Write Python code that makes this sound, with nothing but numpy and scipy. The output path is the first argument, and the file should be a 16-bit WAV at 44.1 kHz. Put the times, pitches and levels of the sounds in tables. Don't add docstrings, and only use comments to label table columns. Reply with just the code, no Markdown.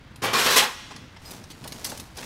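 import sys
import numpy as np
from scipy import signal
from scipy.fft import rfft, irfft, next_fast_len
from scipy.io import wavfile
from scipy.ndimage import uniform_filter1d

SR = 44100
rng = np.random.default_rng(int(sys.argv[2]) if len(sys.argv) > 2 else 0)


def wrap_up_sound(samples):
    columns = np.atleast_2d(samples).T
    tamed = np.clip(columns, -1, 1)
    steps = np.round(tamed * 32767).astype(np.int16)
    wavfile.write(sys.argv[1], SR, steps)


N = 99225


def amp(db):
    return 10 ** (np.asarray(db) / 20)


def unit_rms(x):
    return x / np.sqrt(np.mean(x ** 2) + 1e-20)


def unit_energy(x):
    return x / np.sqrt(np.sum(x ** 2) + 1e-20)


def fade(t, t60_s):
    return amp(-60 * np.maximum(t, 0) / max(t60_s, 1e-3))


def add(out, start_s, x):
    i = max(round(start_s * SR), 0)
    out[i:i + len(x)] += x[:max(len(out) - i, 0)]


def curve(points):
    f, value = np.transpose(points)
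    return lambda hz: np.interp(np.log(hz + 1), np.log(f + 1), value)


def tilted(points, db_per_oct, corner_hz):
    return lambda hz: curve(points)(hz) + db_per_oct * np.log2(1 + hz / corner_hz)


def hump(centre_hz, half_width_oct):
    return lambda hz: np.maximum(-3 * (np.log2((hz + 1) / centre_hz) / half_width_oct) ** 2, -60)


def colour(x, gain_db):
    m = 2 * next_fast_len(len(x))
    gain = np.maximum(amp(gain_db(np.fft.rfftfreq(m, 1 / SR))), 1e-6)
    cepstrum = irfft(np.log(gain))
    cepstrum[1:m // 2] *= 2
    cepstrum[m // 2 + 1:] = 0
    return irfft(rfft(x, m) * np.exp(rfft(cepstrum)), m)[:len(x)]


def contacts(size, per_s, spread_db):
    hit = rng.random(size) < per_s / SR
    hit[0] = True
    sign = rng.choice([-1, 1], size)
    strength = amp(spread_db * np.clip(rng.standard_normal(size), -2, 2))
    return unit_rms(hit * sign * strength)


def dense_ring(t60_table, size):
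    hz, t, bands = signal.stft(rng.standard_normal(size), SR, nperseg=256)
    decay = amp(-60 * t / curve(t60_table)(hz)[:, None])
    return unit_energy(signal.istft(bands * decay, SR, nperseg=256)[1][:size])


# f/Hz, relative level/dB
AIR_SPECTRUM = [(20, -10.5), (72, 1.5), (140, -2), (220, -16.5), (500, -19.5), (1700, -18), (4500, -27.5),
                (16000, -61)]


def workshop_air():
    return amp(-48.5) * unit_rms(colour(rng.standard_normal(N), curve(AIR_SPECTRUM)))


# t/s, level/dB, scrape/s, tilt/(2 dB/oct)
SHIM_CLICKS = [(0.159, -43, 0.0029, 0.5), (0.235, -30, .025, 9), (0.907, -40, 0.013, -4.5),
               (0.963, -36.5, 0.0026, -1.5), (1.164, -44, 0.0086, -5), (1.308, -39, 0.01, 3),
               (1.44, -40.5, 0.0025, -2), (1.502, -42, 0.016, 0), (1.64, -39, 0.0067, -0.5),
               (1.676, -34, 0.0047, 2.5), (1.722, -32, 0.0043, -0.5), (1.844, -26, 0.0094, 2.6),
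               (1.859, -32.5, 0.012, 1.5), (1.895, -34.5, 0.0073, 2), (1.919, -30.5, 0.00071, -3),
               (1.975, -34.5, 0.0028, 1.5), (1.998, -34, 0.0046, 1.2), (2.17, -38, 0.0066, 1),
               (2.184, -35.5, 0.0071, -3), (2.225, -39, 0.01, -3.5)]
# f/Hz, relative level/dB
CLICK_SPECTRUM = [(200, -13), (800, -1.5), (2500, -1.5), (5400, 2.5), (7300, -4), (10000, -3.5),
                  (16000, -17)]


def shim_clicks():
    out, t = np.zeros(N), np.arange(SR // 5) / SR
    for start_s, db, scrape_s, tilt in SHIM_CLICKS:
        push = fade(t - scrape_s, 0.012)
        force = push * contacts(len(t), per_s=2500, spread_db=2.9)
        crack = unit_energy(rng.standard_normal(len(t)) * fade(t, 0.04))
        crack[0] += 0.8
        mode_hz = rng.uniform(2500, 14000, size=(30, 1))
        ring = unit_energy(np.sin(2 * np.pi * mode_hz * t).sum(0) * fade(t, 0.27))
        click = signal.fftconvolve(force, crack + amp(-7.5) * ring)[:len(t)]
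        click = unit_energy(colour(click, tilted(CLICK_SPECTRUM, 2 * tilt, corner_hz=1800)))
        add(out, start_s, amp(db) * np.linalg.norm(push) * click)
    return out


# f/Hz, relative level/dB
CLATTER_SPECTRUM = [(40, -25.5), (240, -9), (305, -14.5), (390, -6), (510, -5), (600, -10), (1100, -2),
                    (2500, -5), (4200, -5), (4950, -8.5), (5600, -7.5), (9300, -15.5), (12600, -15),
                    (16000, -24.5)]
# f/Hz, T60/s
CLATTER_DECAY = [(1500, 0.22), (14000, 0.079)]


def clatter(force, db_per_oct, mode_sets=6):
    size = len(force)
    struck_set = rng.integers(mode_sets, size=size // 128 + 1).repeat(128)[:size]
    sound = 0.4 * force
    for k in range(mode_sets):
        sound += signal.fftconvolve(force * (struck_set == k), dense_ring(CLATTER_DECAY, SR // 4))[:size]
    return unit_energy(colour(sound, tilted(CLATTER_SPECTRUM, db_per_oct, corner_hz=400)))


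# f/Hz, relative level/dB
SHEET_MODES = [(535, -3), (1087, -1), (1932, -3), (3135, -4), (3384, -4), (3595, -2), (5399, -2),
               (8400, -6)]


def pan_modes(force, db_per_oct, t60_at_1khz_s=0.22):
    out, t = np.zeros(len(force)), np.arange(len(force)) / SR
    for hz, db in SHEET_MODES:
        mode = np.sin(2 * np.pi * hz * t) * fade(t, t60_at_1khz_s * (hz / 1000) ** -0.12)
        ringing = unit_energy(signal.fftconvolve(force, mode)[:len(t)])
        out += amp(db + db_per_oct * np.log2(1 + hz / 400)) * ringing
    return unit_energy(out)


def pan_thud(t):
    burst = rng.standard_normal(len(t)) * fade(t, 0.16)
    bottom = hump(centre_hz=340, half_width_oct=0.54)
    return unit_energy(colour(burst, lambda hz: curve(CLATTER_SPECTRUM)(hz) + bottom(hz)))


# t/s, level/dB, blow over skitter/dB, skitter/s, T60/s, tilt/(dB/oct)
LANDINGS = [(0.219, -31, 7, 0.02, 0.07, -1.6), (.237, -26, 8.5, 0.049, 0.35, -2.5),
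            (0.33, -17, 3, 0.054, 0.16, -0.5), (.386, -20, 3.5, 0.058, 0.22, 1.2),
            (.456, -16, 5, 0.056, 0.082, -0.5), (.503, -12.5, -4.5, 0.013, 0.42, 1.45),
            (.560, -8.5, 6, 0.031, 0.14, 1.75), (.622, -18.5, 2, 0.016, 0.18, -0.5)]


def landing_clumps(touchdown_s=0.0028, blow_s=0.012, modes_db=-13.5, thud_db=-19):
    out, t = np.zeros(N), np.arange(SR // 2) / SR
    onset = np.sqrt(1 - np.exp(-(t + 1 / SR) / touchdown_s))
    for start_s, db, blow_db, skitter_s, t60_s, db_per_oct in LANDINGS:
        blow = amp(blow_db * fade(t - blow_s, 0.049))
        push = onset * blow * fade(t - skitter_s, t60_s)
        force = push * contacts(len(t), per_s=2500, spread_db=3.5)
        sound = clatter(force, db_per_oct) + amp(modes_db) * pan_modes(force, db_per_oct)
        sound += amp(blow_db + thud_db) * pan_thud(t)
        add(out, start_s, amp(db) * np.linalg.norm(push) * sound)
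    return out


def pan_flex(hz=111.5, db=-28.5, t60_s=0.67):
    out, t = np.zeros(N), np.arange(SR // 2) / SR
    envelope = (1 - fade(t, 0.11)) * fade(t, t60_s)
    add(out, LANDINGS[0][0], amp(db) * envelope * np.sin(2 * np.pi * hz * t))
    return out


# t/s, f/Hz, level/dB, T60/s
EDGE_NOTES = [(.236, 2316, -30, 1), (.345, 1108, -10.5, 0.14), (.35, 2406, -17, 0.29),
              (0.487, 3990, -20, 0.31), (.505, 11262, -32, 0.14), (.559, 1043, -9.5, 0.17),
              (.568, 5300, -24, 0.14), (.618, 830.5, -9.5, 0.13), (0.62, 1048, -16, 0.15)]


def edge_notes(linewidth_hz=33, rise_s=0.0032):
    out, t = np.zeros(N), np.arange(SR // 2) / SR
    for start_s, hz, db, t60_s in EDGE_NOTES:
        waver_rad = np.cumsum(rng.standard_normal(len(t))) * np.sqrt(2 * np.pi * linewidth_hz / SR)
        envelope = (1 - np.exp(-t / rise_s)) * fade(t, t60_s)
        add(out, start_s, amp(db) * envelope * np.sin(2 * np.pi * hz * t + waver_rad))
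    return out


# t/s, bump level/dB, slide level/dB
HAND_LEVELS = [(0.801, -54, -72), (.97, -47, -67), (1.19, -59.5, -64), (1.257, -52, -47.5),
               (1.351, -46, -44), (1.42, -47, -54.5), (1.57, -51, -56.5), (1.65, -46, -50.5),
               (1.83, -47.5, -44.5), (1.88, -45, -41), (2.04, -51, -51), (2.14, -51.5, -60),
               (2.18, -52.5, -41), (2.25, -45, -40.5)]
# f/Hz, relative level/dB
BUMP_SPECTRUM = [(40, -34.5), (110, -1.5), (250, 2), (420, -10), (14000, -42)]
# f/Hz, relative level/dB
SLIDE_SPECTRUM = [(150, -6), (450, 1), (900, 0.5), (1600, -7), (5800, -6), (12000, -15), (16000, -20)]


def rummage():
    times_s, bump_db, slide_db = np.transpose(HAND_LEVELS)
    t = np.arange(N) / SR
    bumps = unit_rms(colour(contacts(N, per_s=300, spread_db=0.53), curve(BUMP_SPECTRUM)))
    grit = contacts(N, per_s=1000, spread_db=2.6) + 0.5 * rng.standard_normal(N)
    slide = unit_rms(colour(grit, curve(SLIDE_SPECTRUM)))
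    return amp(np.interp(t, times_s, bump_db)) * bumps + amp(np.interp(t, times_s, slide_db)) * slide


# f/Hz, relative level/dB
CHIME_MODES = [(5010, 0), (8495, -9), (12400, -15), (13400, -12)]


def shim_chime(start_s=1.256, level_db=-41.5, t60_s=0.24):
    out, t = np.zeros(N), np.arange(SR // 5) / SR
    envelope = (1 - fade(t, 0.0058)) * fade(t, t60_s)
    for hz, db in CHIME_MODES:
        add(out, start_s, amp(level_db + db) * envelope * np.sin(2 * np.pi * hz * t))
    return out


# t/s, level/dB, f/Hz
BOX_KNOCKS = [(1.652, -35, 720), (1.920, -35.5, 606), (2.014, -41, 232), (2.229, -48, 805)]


def box_knocks(t60_s=0.072):
    out, t = np.zeros(N), np.arange(SR // 5) / SR
    push = fade(t, t60_s)
    for start_s, db, hz in BOX_KNOCKS:
        knock = colour(push * rng.standard_normal(len(t)), hump(hz, half_width_oct=0.59))
        add(out, start_s, amp(db) * np.linalg.norm(push) * unit_energy(knock))
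    return out


# f/Hz, T60/s
ROOM_DECAY = [(200, 0.6), (1500, 1.08), (5500, 1.02), (15000, 0.4)]


def workshop_reverb(x, responses=5, crossfade_s=0.06):
    out, turn = np.zeros(N), np.arange(N) / SR / crossfade_s
    for k in range(responses):
        offset = abs((turn - k + 1) % responses - 1)
        weight = np.sin(np.pi / 2 * np.clip(1 - offset, 0, 1))
        out += signal.fftconvolve(x * weight, dense_ring(ROOM_DECAY, SR))[:N]
    return out


def scene():
    pan = landing_clumps() + pan_flex() + edge_notes()
    direct = pan + shim_clicks() + rummage() + shim_chime() + box_knocks()
    return (direct + amp(-22) * workshop_reverb(direct) + workshop_air())[None]


def record(dry):
    threshold_db, share_removed, recovery_db_per_s, top_hz = -26, 0.38, 24.5, 16150
    level_db = 10 * np.log10(np.abs(uniform_filter1d(dry[0] ** 2, size=220)) + 1e-12)
    cut_db = share_removed * np.maximum(level_db - threshold_db, 0)
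    recovery_db = recovery_db_per_s * np.arange(N) / SR
    held_db = np.maximum.accumulate(cut_db + recovery_db) - recovery_db
    ducked = dry * amp(-uniform_filter1d(held_db, size=90))
    m = next_fast_len(N + SR // 2)
    lowpass = np.clip((top_hz - np.fft.rfftfreq(m, 1 / SR)) / 500, 0, 1) ** 2
    return irfft(rfft(ducked, m) * lowpass, m)[..., :N]


dry = scene()
out = record(dry)
wrap_up_sound(out)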